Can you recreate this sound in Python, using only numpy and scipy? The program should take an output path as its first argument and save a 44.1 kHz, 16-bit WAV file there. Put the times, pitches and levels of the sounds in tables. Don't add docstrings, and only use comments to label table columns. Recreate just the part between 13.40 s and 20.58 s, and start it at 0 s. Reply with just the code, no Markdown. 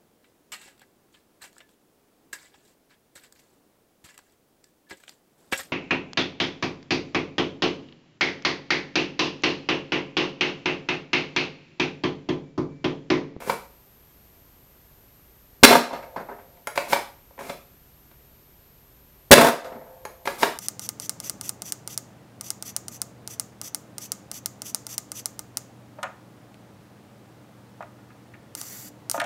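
import sys
import numpy as np
from scipy import signal
from scipy.fft import rfft, irfft, next_fast_len
from scipy.io import wavfile
from scipy.ndimage import uniform_filter1d

SR = 44100
rng = np.random.default_rng(int(sys.argv[2]) if len(sys.argv) > 2 else 0)


def persist_wave(psi):
    counts = np.round(np.clip(psi, -1, 1) * 32767).astype(np.int16)
    wavfile.write(sys.argv[1], SR, np.atleast_2d(counts).T)


def invert_db(x):
    u = np.asarray(x, float) / 20
    return 10 ** u


N = 316638

# (frequency [Hz], density [dB per Hz])
HISS_COLOUR = [(12, -30), (22, 1.5), (59, 0), (144, -4), (219, -8), (420, -11), (1450, -19.5), (5000, -25),
               (9600, -26.5), (12000, -24), (15500, -27)]
# (frequency [Hz], level [dB rms])
HUM_TONES = [(59.5, -63), (136, -67.5), (398, -72)]
# (frequency [Hz], level [dB])
MIC_RESPONSE = [(60, -8), (200, 0), (600, 2), (1200, -1), (2200, 0), (2900, -3), (4000, -1), (7000, -2),
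                (12000, -2), (16000, -3)]
# (frequency [Hz], t60 [s])
GARAGE_DECAY = [(100, .33), (400, .36), (1000, .36), (2800, .36), (7000, .35), (14000, .28)]

# (time [s], peak level [dB], hardness [dB])
FLOOR_BOUNCES = [(2.509, -17.5, -5.5), (2.529, -42, -3), (2.624, -38, 19), (2.761, -19.5, 2),
                 (2.795, -26, 6), (2.887, -27, -2), (2.914, -31, -2.5), (2.985, -36, 3), (6.244, -38, 0),
                 (6.318, -31, -3), (6.35, -43, -3), (6.408, -41.5, 0), (6.465, -41.5, -3.5)]
# (frequency [Hz], level [dB], t60 [s])
FLOOR_MODES = [(312, -11, .04), (607, 2.5, 0.083), (714, 2, 0.11), (791, 6, 0.097), (953, 11.5, 0.023),
               (1460, -15, 0.082)]
# (frequency [Hz], level [dB])
FOAM_COLOUR = [(2300, -1.5), (3000, -10.5), (16000, -11)]

# (time [s], peak level [dB], hardness [dB])
DOOR_HITS = [
    (2.285, 11.5, 1.5),
    (2.308, 14, -1.5),
    (2.326, 13, -2.5),
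    (2.352, 11.5, 0.5),
    (5.979, 20, -6.5),
    (6.01, 16, 1),
    (6.045, 9.5, 2),
    (6.067, 7, 4.5),
    (6.084, 4.5, 4),
]
# (frequency [Hz], level [dB], t60 [s])
DOOR_PANEL = [(266, -8, .3), (570, 12, 0.022), (700.4, 7.5, 0.12), (920, 4, 0.059)]
# (frequency [Hz], level [dB], t60 [s])
DOOR_HUM = [(518, -38, 2.4), (537, -41, 1.8), (566, -40, 1.5), (640, -39, 1.2)]
# (frequency [Hz], level [dB])
DOOR_COLOUR = [(150, -14.5), (300, -13.5), (540, -8.5), (800, -8.5), (1200, -4), (2000, -12.5), (3000, -30)]
# (frequency [Hz], t60 [s])
DOOR_DECAY = [(150, 0.65), (350, 0.37), (540, 1.8), (700, 2.1), (1000, 0.7), (2000, 1.2)]

# (time [s], peak level [dB], hardness [dB])
GRIP_BUMPS = [
    (.108, -22, 3),
    (.13, -28, -5),
    (3.172, -59, 19),
    (3.472, -31, -3),
    (3.562, -20, 7.5),
    (3.908, -46, 1),
    (3.979, -36, -12),
    (4.713, -49.5, 13.5),
    (6.893, -33, 3.5),
    (7.041, -23, 9.5),
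]
# (time [s], peak level [dB], hardness [dB])
PALM_THUMPS = [
    (.073, -30, -3),
    (2.761, -38, 12),
    (6.32, -40, -0.5),
    (6.352, -42, 3),
]
# (first touch [s], its level [dB], seated [s], its level [dB])
LOADINGS = [
    (.003, -31, .097, -14.5),
    (3.99, -28.5, 4.096, -22),
]
# (latch [s], latch level [dB], slide back [s], slide locked [s], hardness of pull [dB])
COCKINGS = [
    (3.2715, -17, 3.376, 3.5305, 1.5),
    (6.652, -21.5, 6.874, 7.0305, -3.5),
]
# (frequency [Hz], level [dB], t60 [s])
SHELL_MODES = [(329, -32, 0.022), (557, -2.5, 0.11), (703, 0.5, 0.049), (944, 10.5, 0.017),
               (1144, -4.5, 0.029), (1436, 5.5, 0.022), (2024, 8, 0.013), (2305, 3.5, 0.036),
               (4000, -15, 0.0089)]
# (frequency [Hz], level [dB], t60 [s])
LATCH_MODES = [(849, -1.5, 0.098), (1280, -16.5, 0.015), (2100, 7.5, 0.018), (6660, 4, 0.013),
               (8500, -12, 0.028), (10980, 1, 0.051)]
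# (dull level [dB], bright level [dB])
LOAD_RUB_START_DB = (-41.5, -47)

# (time [s], level [dB])
POPS = [
    (2.2301, -3.5),
    (5.9092, -4),
]
# (frequency [Hz], level [dB], t60 [s])
SPRING_MODES = [(239.3, -1, 0.29), (558.6, -1.5, .1), (1989, -8, 0.16), (2118, -7, 0.11),
                (3332, -6.5, 0.017), (4036, -12, 0.14)]

BAND_HZ = [150, 420, 1400, 4500, 16500]
# (lows [dB], upper mids [dB], highs [dB])
CONTACT_TONE_DB = dict(slam=(-7, 3.5, 0), door=(-12.5, -14.5, -9), floor=(-9, -13, -17),
                   latch=(-25, -5, -5), catch=(-23, -2, -16), lock=(-24.5, -2.5, -11.5),
                   seat=(-9, -2.5, -28), grip=(-18, -13, -24), palm=(7, -13, -27.5))
CONTACT_S = dict(slam=.009, door=.013, floor=.022, latch=.003, catch=.004, lock=.005, seat=.006, grip=.004, palm=.014)

# (ducks [s], lets go [s])
DUCKS = [
    (2.254, 2.53),
    (5.942, 6.245),
]
# (time [s], level [dB])
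CEILING_DROPS = [
    (2.254, -6.5),
    (5.942, -5),
    (5.978, -2.5),
    (5.992, -7.5),
]

WHINE_HZ, WHINE_DB = 13001, -57.5
SLIP_HZ, SLIP_SHARE = 80.35, 0.14
HISS_DB = -53.5
LATCH_REBOUND_S, LATCH_REBOUND_DB = .007, -14
CATCH_DB, CATCH_LEAD_S, CATCH_LEAD_DB = -12, 0.018, -28.5
LOCK_DB, LOCK_LEAD_S, LOCK_LEAD_DB = -7.5, .006, -17
SECOND_TOUCH_S = .018
PULL_RUB_DB, PUSH_RUB_DB = (-38, -36.5), (-31, -29)
PUSH_S, PULL_FADE_SHARE = 0.048, .55
LOAD_RUB_DB = (-16, -19.5)
RUB_SWELL_DB, RUB_SWELL_DB_PER_S = 13, 330
RUB_FADE_DB_PER_S = (280, 214)
POP_WIDTH_S, BARREL_HZ, BARREL_T60_S = .0003, 1150, .04
SLAM_LAG_S, SLAM_DB = .004, 20.5
REST_DB, DUCK_DB, SETTLE_DB, SETTLE_S = -2.5, -19.5, -10.5, 0.082
OPEN_CEILING_DB, STEP_S, STEP_DB = -.6, .048, 3.2


def rms_one(x):
    return x / np.sqrt(np.mean(x ** 2) + 1e-20)


def at_hz(points, hz):
    table_hz, values = np.transpose(points)
    return np.interp(np.log(hz), np.log(table_hz), values)


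def band(x, low_hz, high_hz):
    sos = signal.butter(2, [low_hz, high_hz], "band", fs=SR, output="sos")
    return signal.sosfilt(sos, x + 1e-18)


def ring(x, hz, t60):
    r, w = invert_db(-60 / (t60 * SR)), 2 * np.pi * hz / SR
    return signal.lfilter([0, np.sin(w)], [1, -2 * r * np.cos(w), r * r], x + 1e-18)


def coloured(x, points):
    size = 2 * next_fast_len(N // 2 + SR // 10)
    hz = np.maximum(np.fft.rfftfreq(size, 1 / SR), 1)
    cepstrum = irfft(np.log(invert_db(at_hz(points, hz))), size)
    cepstrum[1:size // 2] *= 2
    cepstrum[size // 2 + 1:] = 0
    response = np.exp(rfft(cepstrum))
    return irfft(rfft(x, size) * response, size)[:N]


def drift(rate_hz):
    r = np.exp(-2 * np.pi * rate_hz / SR)
    noise = rng.standard_normal(N + SR)
    return rms_one(signal.lfilter([1], [1, -2 * r, r * r], noise)[SR:])


def dense_tail(x, decay, top_hz, build_up_s):
    age, edges = np.arange(SR) / SR, np.geomspace(60, top_hz, num=15)
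    white = rng.standard_normal((2, SR))
    tail = np.zeros(SR)
    for k, (low, high) in enumerate(zip(edges, edges[1:])):
        t60 = at_hz(decay, np.sqrt(low * high))
        tail += band(white[k % 2], low, high) * invert_db(-60 * age / t60)
    tail *= 1 - np.exp(-(age / build_up_s) ** 2)
    tail *= np.minimum(1, 10 * (1 - age))
    return signal.fftconvolve(x, tail / np.sqrt(np.sum(tail ** 2)))[:N]


def touches(rows, kind):
    lows_db, upper_db, highs_db = CONTACT_TONE_DB[kind]
    return [(s, db, lows_db, upper_db + hard_db, highs_db + hard_db, CONTACT_S[kind])
            for s, db, hard_db in rows]


def knocks(rows, modes, crack_db, ring_db, rise_s=0.00025):
    s, mids, lows, upper, highs, contact_s = np.transpose(rows)
    out, age = np.zeros(N), np.arange(SR // 10) / SR
    starts = np.round(s * SR).astype(int)
    envelope = np.exp(-np.outer(1 / contact_s, age)) * (1 - np.exp(-age / rise_s))
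    strength_db = 2.0 * rng.standard_normal((len(s), len(modes)))
    band_levels = (mids + lows, mids, mids + upper, mids + highs)
    for low_hz, high_hz, levels_db in zip(BAND_HZ, BAND_HZ[1:], band_levels):
        cracks = band(envelope * rng.standard_normal(envelope.shape), low_hz, high_hz)
        cracks *= invert_db(levels_db + crack_db)[:, None] / np.abs(cracks).max(axis=1, keepdims=True)
        for start, crack in zip(starts, cracks):
            out[start:start + len(age)] += crack[:N - start]
        for k, (hz, db, t60) in enumerate(modes):
            if low_hz <= hz < high_hz:
                pushes = np.zeros(N)
                pushes[starts] = invert_db(levels_db + ring_db + db + strength_db[:, k])
                out += (-1) ** k * ring(pushes, hz, t60)
    return out


def electronics():
    t = np.arange(N) / SR
    clock = t + np.cumsum(.0002 * drift(.4) + .00006 * drift(6)) / SR
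    slips, part = np.divmod(SLIP_HZ * clock, 1)
    slipped = slips + np.sin(np.pi / 2 * np.minimum(part / SLIP_SHARE, 1)) ** 2
    whine = invert_db(WHINE_DB) * np.sqrt(2) * np.sin(2 * np.pi * WHINE_HZ * clock - np.pi * slipped)
    hum = sum(invert_db(db) * np.sqrt(2) * np.sin(2 * np.pi * hz * t) for hz, db in HUM_TONES)
    hiss = invert_db(HISS_DB) * rms_one(coloured(rng.standard_normal(N), HISS_COLOUR))
    return hiss + whine + hum


def garage(x):
    return dense_tail(x, GARAGE_DECAY, top_hz=17400, build_up_s=0.0014)


def floor_bounces():
    bounces = knocks(touches(FLOOR_BOUNCES, "floor"), FLOOR_MODES, crack_db=-0.5, ring_db=-11, rise_s=0.0035)
    return coloured(bounces, FOAM_COLOUR)


def metal_door():
    strikes = knocks(touches(DOOR_HITS, "door"), DOOR_PANEL + DOOR_HUM, crack_db=-2.5, ring_db=-22.5)
    wash = dense_tail(strikes, DOOR_DECAY, top_hz=3800, build_up_s=0.03)
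    return strikes + invert_db(-32.0) * coloured(wash, DOOR_COLOUR)


def handling():
    latch, shell = [], touches(GRIP_BUMPS, "grip") + touches(PALM_THUMPS, "palm")
    for latch_s, latch_db, back_s, lock_s, hard_db in COCKINGS:
        rebound = (latch_s + LATCH_REBOUND_S, latch_db + LATCH_REBOUND_DB, hard_db)
        latch += touches([(latch_s, latch_db, hard_db), rebound], "latch")
        shell += touches([(back_s - CATCH_LEAD_S, CATCH_LEAD_DB, 0), (back_s, CATCH_DB, hard_db)], "catch")
        shell += touches([(lock_s - LOCK_LEAD_S, LOCK_LEAD_DB, 0), (lock_s, LOCK_DB, 0)], "lock")
    for first_s, first_db, seat_s, seat_db in LOADINGS:
        shell += touches([(first_s, first_db, 0), (first_s + SECOND_TOUCH_S, first_db, 0)], "grip")
        shell += touches([(seat_s, seat_db, 0)], "seat")
    shell_knocks = knocks(shell, SHELL_MODES, crack_db=1.5, ring_db=-10)
    return shell_knocks + knocks(latch, LATCH_MODES, crack_db=2.0, ring_db=-8.5)


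def rub_levels():
    strokes = []   # (start s, travel s, peak dB, swell dB, share of the fade rate)
    for _, _, back_s, lock_s, _ in COCKINGS:
        pull_s = back_s - CATCH_LEAD_S - .002
        strokes.append((pull_s, 0, np.array(PULL_RUB_DB), 0, PULL_FADE_SHARE))
        strokes.append((lock_s - PUSH_S, PUSH_S - LOCK_LEAD_S, np.array(PUSH_RUB_DB), RUB_SWELL_DB, 1))
    for first_s, _, seat_s, seat_db in LOADINGS:
        peak_db = seat_db + np.array(LOAD_RUB_DB)
        swell_db = (peak_db - LOAD_RUB_START_DB)[:, None]
        strokes.append((first_s, seat_s - first_s, peak_db, swell_db, 1))
    t, levels = np.arange(N) / SR, np.zeros((2, N))
    for start_s, travel_s, peak_db, swell_db, fade in strokes:
        left_s = start_s + travel_s - t
        below_db = np.clip(RUB_SWELL_DB_PER_S * left_s, 0, swell_db)
        fade_db = np.outer(RUB_FADE_DB_PER_S, fade * np.maximum(-left_s, 0))
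        levels += invert_db(peak_db[:, None] - np.minimum(below_db + fade_db, 200)) * (t >= start_s)
    return levels


def slide():
    dull, bright = rub_levels()
    sizes = invert_db(1.5 * np.minimum(rng.exponential(1, N), 3))
    slips = (rng.random(N) < 2500 / SR) * sizes * rng.choice([-1, 1], N)
    body = sum(invert_db(db) * ring(slips, hz, t60 * 0.24) for hz, db, t60 in SHELL_MODES if hz < BAND_HZ[3])
    hiss = band(slips + 4.5 * rng.standard_normal(N), 2900, 15000)
    return dull * rms_one(body) + bright * rms_one(hiss)


def plunger_slams():
    slams = touches([(s + SLAM_LAG_S, SLAM_DB, 0) for s, _ in POPS], "slam")
    return knocks(slams, SPRING_MODES, crack_db=2.0, ring_db=-11.5)


def air_pops():
    t, suction = np.arange(N) / SR, np.zeros(N)
    for s, level_db in POPS:
        suction -= invert_db(level_db) * np.exp(-((t - s) / POP_WIDTH_S) ** 2 / 2)
    swing = signal.lfilter([.012], [1, -.994], suction)
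    puff = invert_db(-14.0) * swing * band(rng.standard_normal(N), 1500, 15000)
    column = invert_db(-21) * ring(suction, BARREL_HZ, BARREL_T60_S)
    return suction - 1.8 * swing + column + puff


def scene():
    near = handling() + plunger_slams() + slide()
    door, floor = metal_door(), floor_bounces()
    room = garage(invert_db(-4.5) * near + invert_db(-10.0) * door + invert_db(-6) * floor)
    heard = coloured(near + door + floor + room, MIC_RESPONSE)
    return (heard + air_pops() + electronics())[None]


def gain_control():
    t = np.arange(N) / SR
    gain_db, ceiling_db = np.full(N, float(REST_DB)), np.full(N, OPEN_CEILING_DB)
    for duck_s, free_s in DUCKS:
        ducked = (t >= duck_s) & (t < free_s)
        settling = np.exp((duck_s - t[ducked]) / SETTLE_S)
        gain_db[ducked] = SETTLE_DB + (DUCK_DB - SETTLE_DB) * settling
    for s, db in CEILING_DROPS:
        after = t >= s
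        steps = (t[after] - s) // STEP_S
        ceiling_db[after] = np.minimum(db + STEP_DB * steps, OPEN_CEILING_DB)
    return uniform_filter1d(invert_db([gain_db, ceiling_db]), size=40)


def roll_off(x):
    return signal.sosfilt(signal.butter(12, 15600, fs=SR, output="sos"), x)


def record(dry):
    gain, ceiling = gain_control()
    limited = np.clip(dry * gain, -ceiling, ceiling)
    coupled = signal.sosfilt(signal.butter(1, 25, "high", fs=SR, output="sos"), limited)
    cut = signal.sosfilt(signal.cheby2(10, 40, 16600, fs=SR, output="sos"), coupled)
    return roll_off(cut)


dry = scene()
out = record(dry)
persist_wave(out)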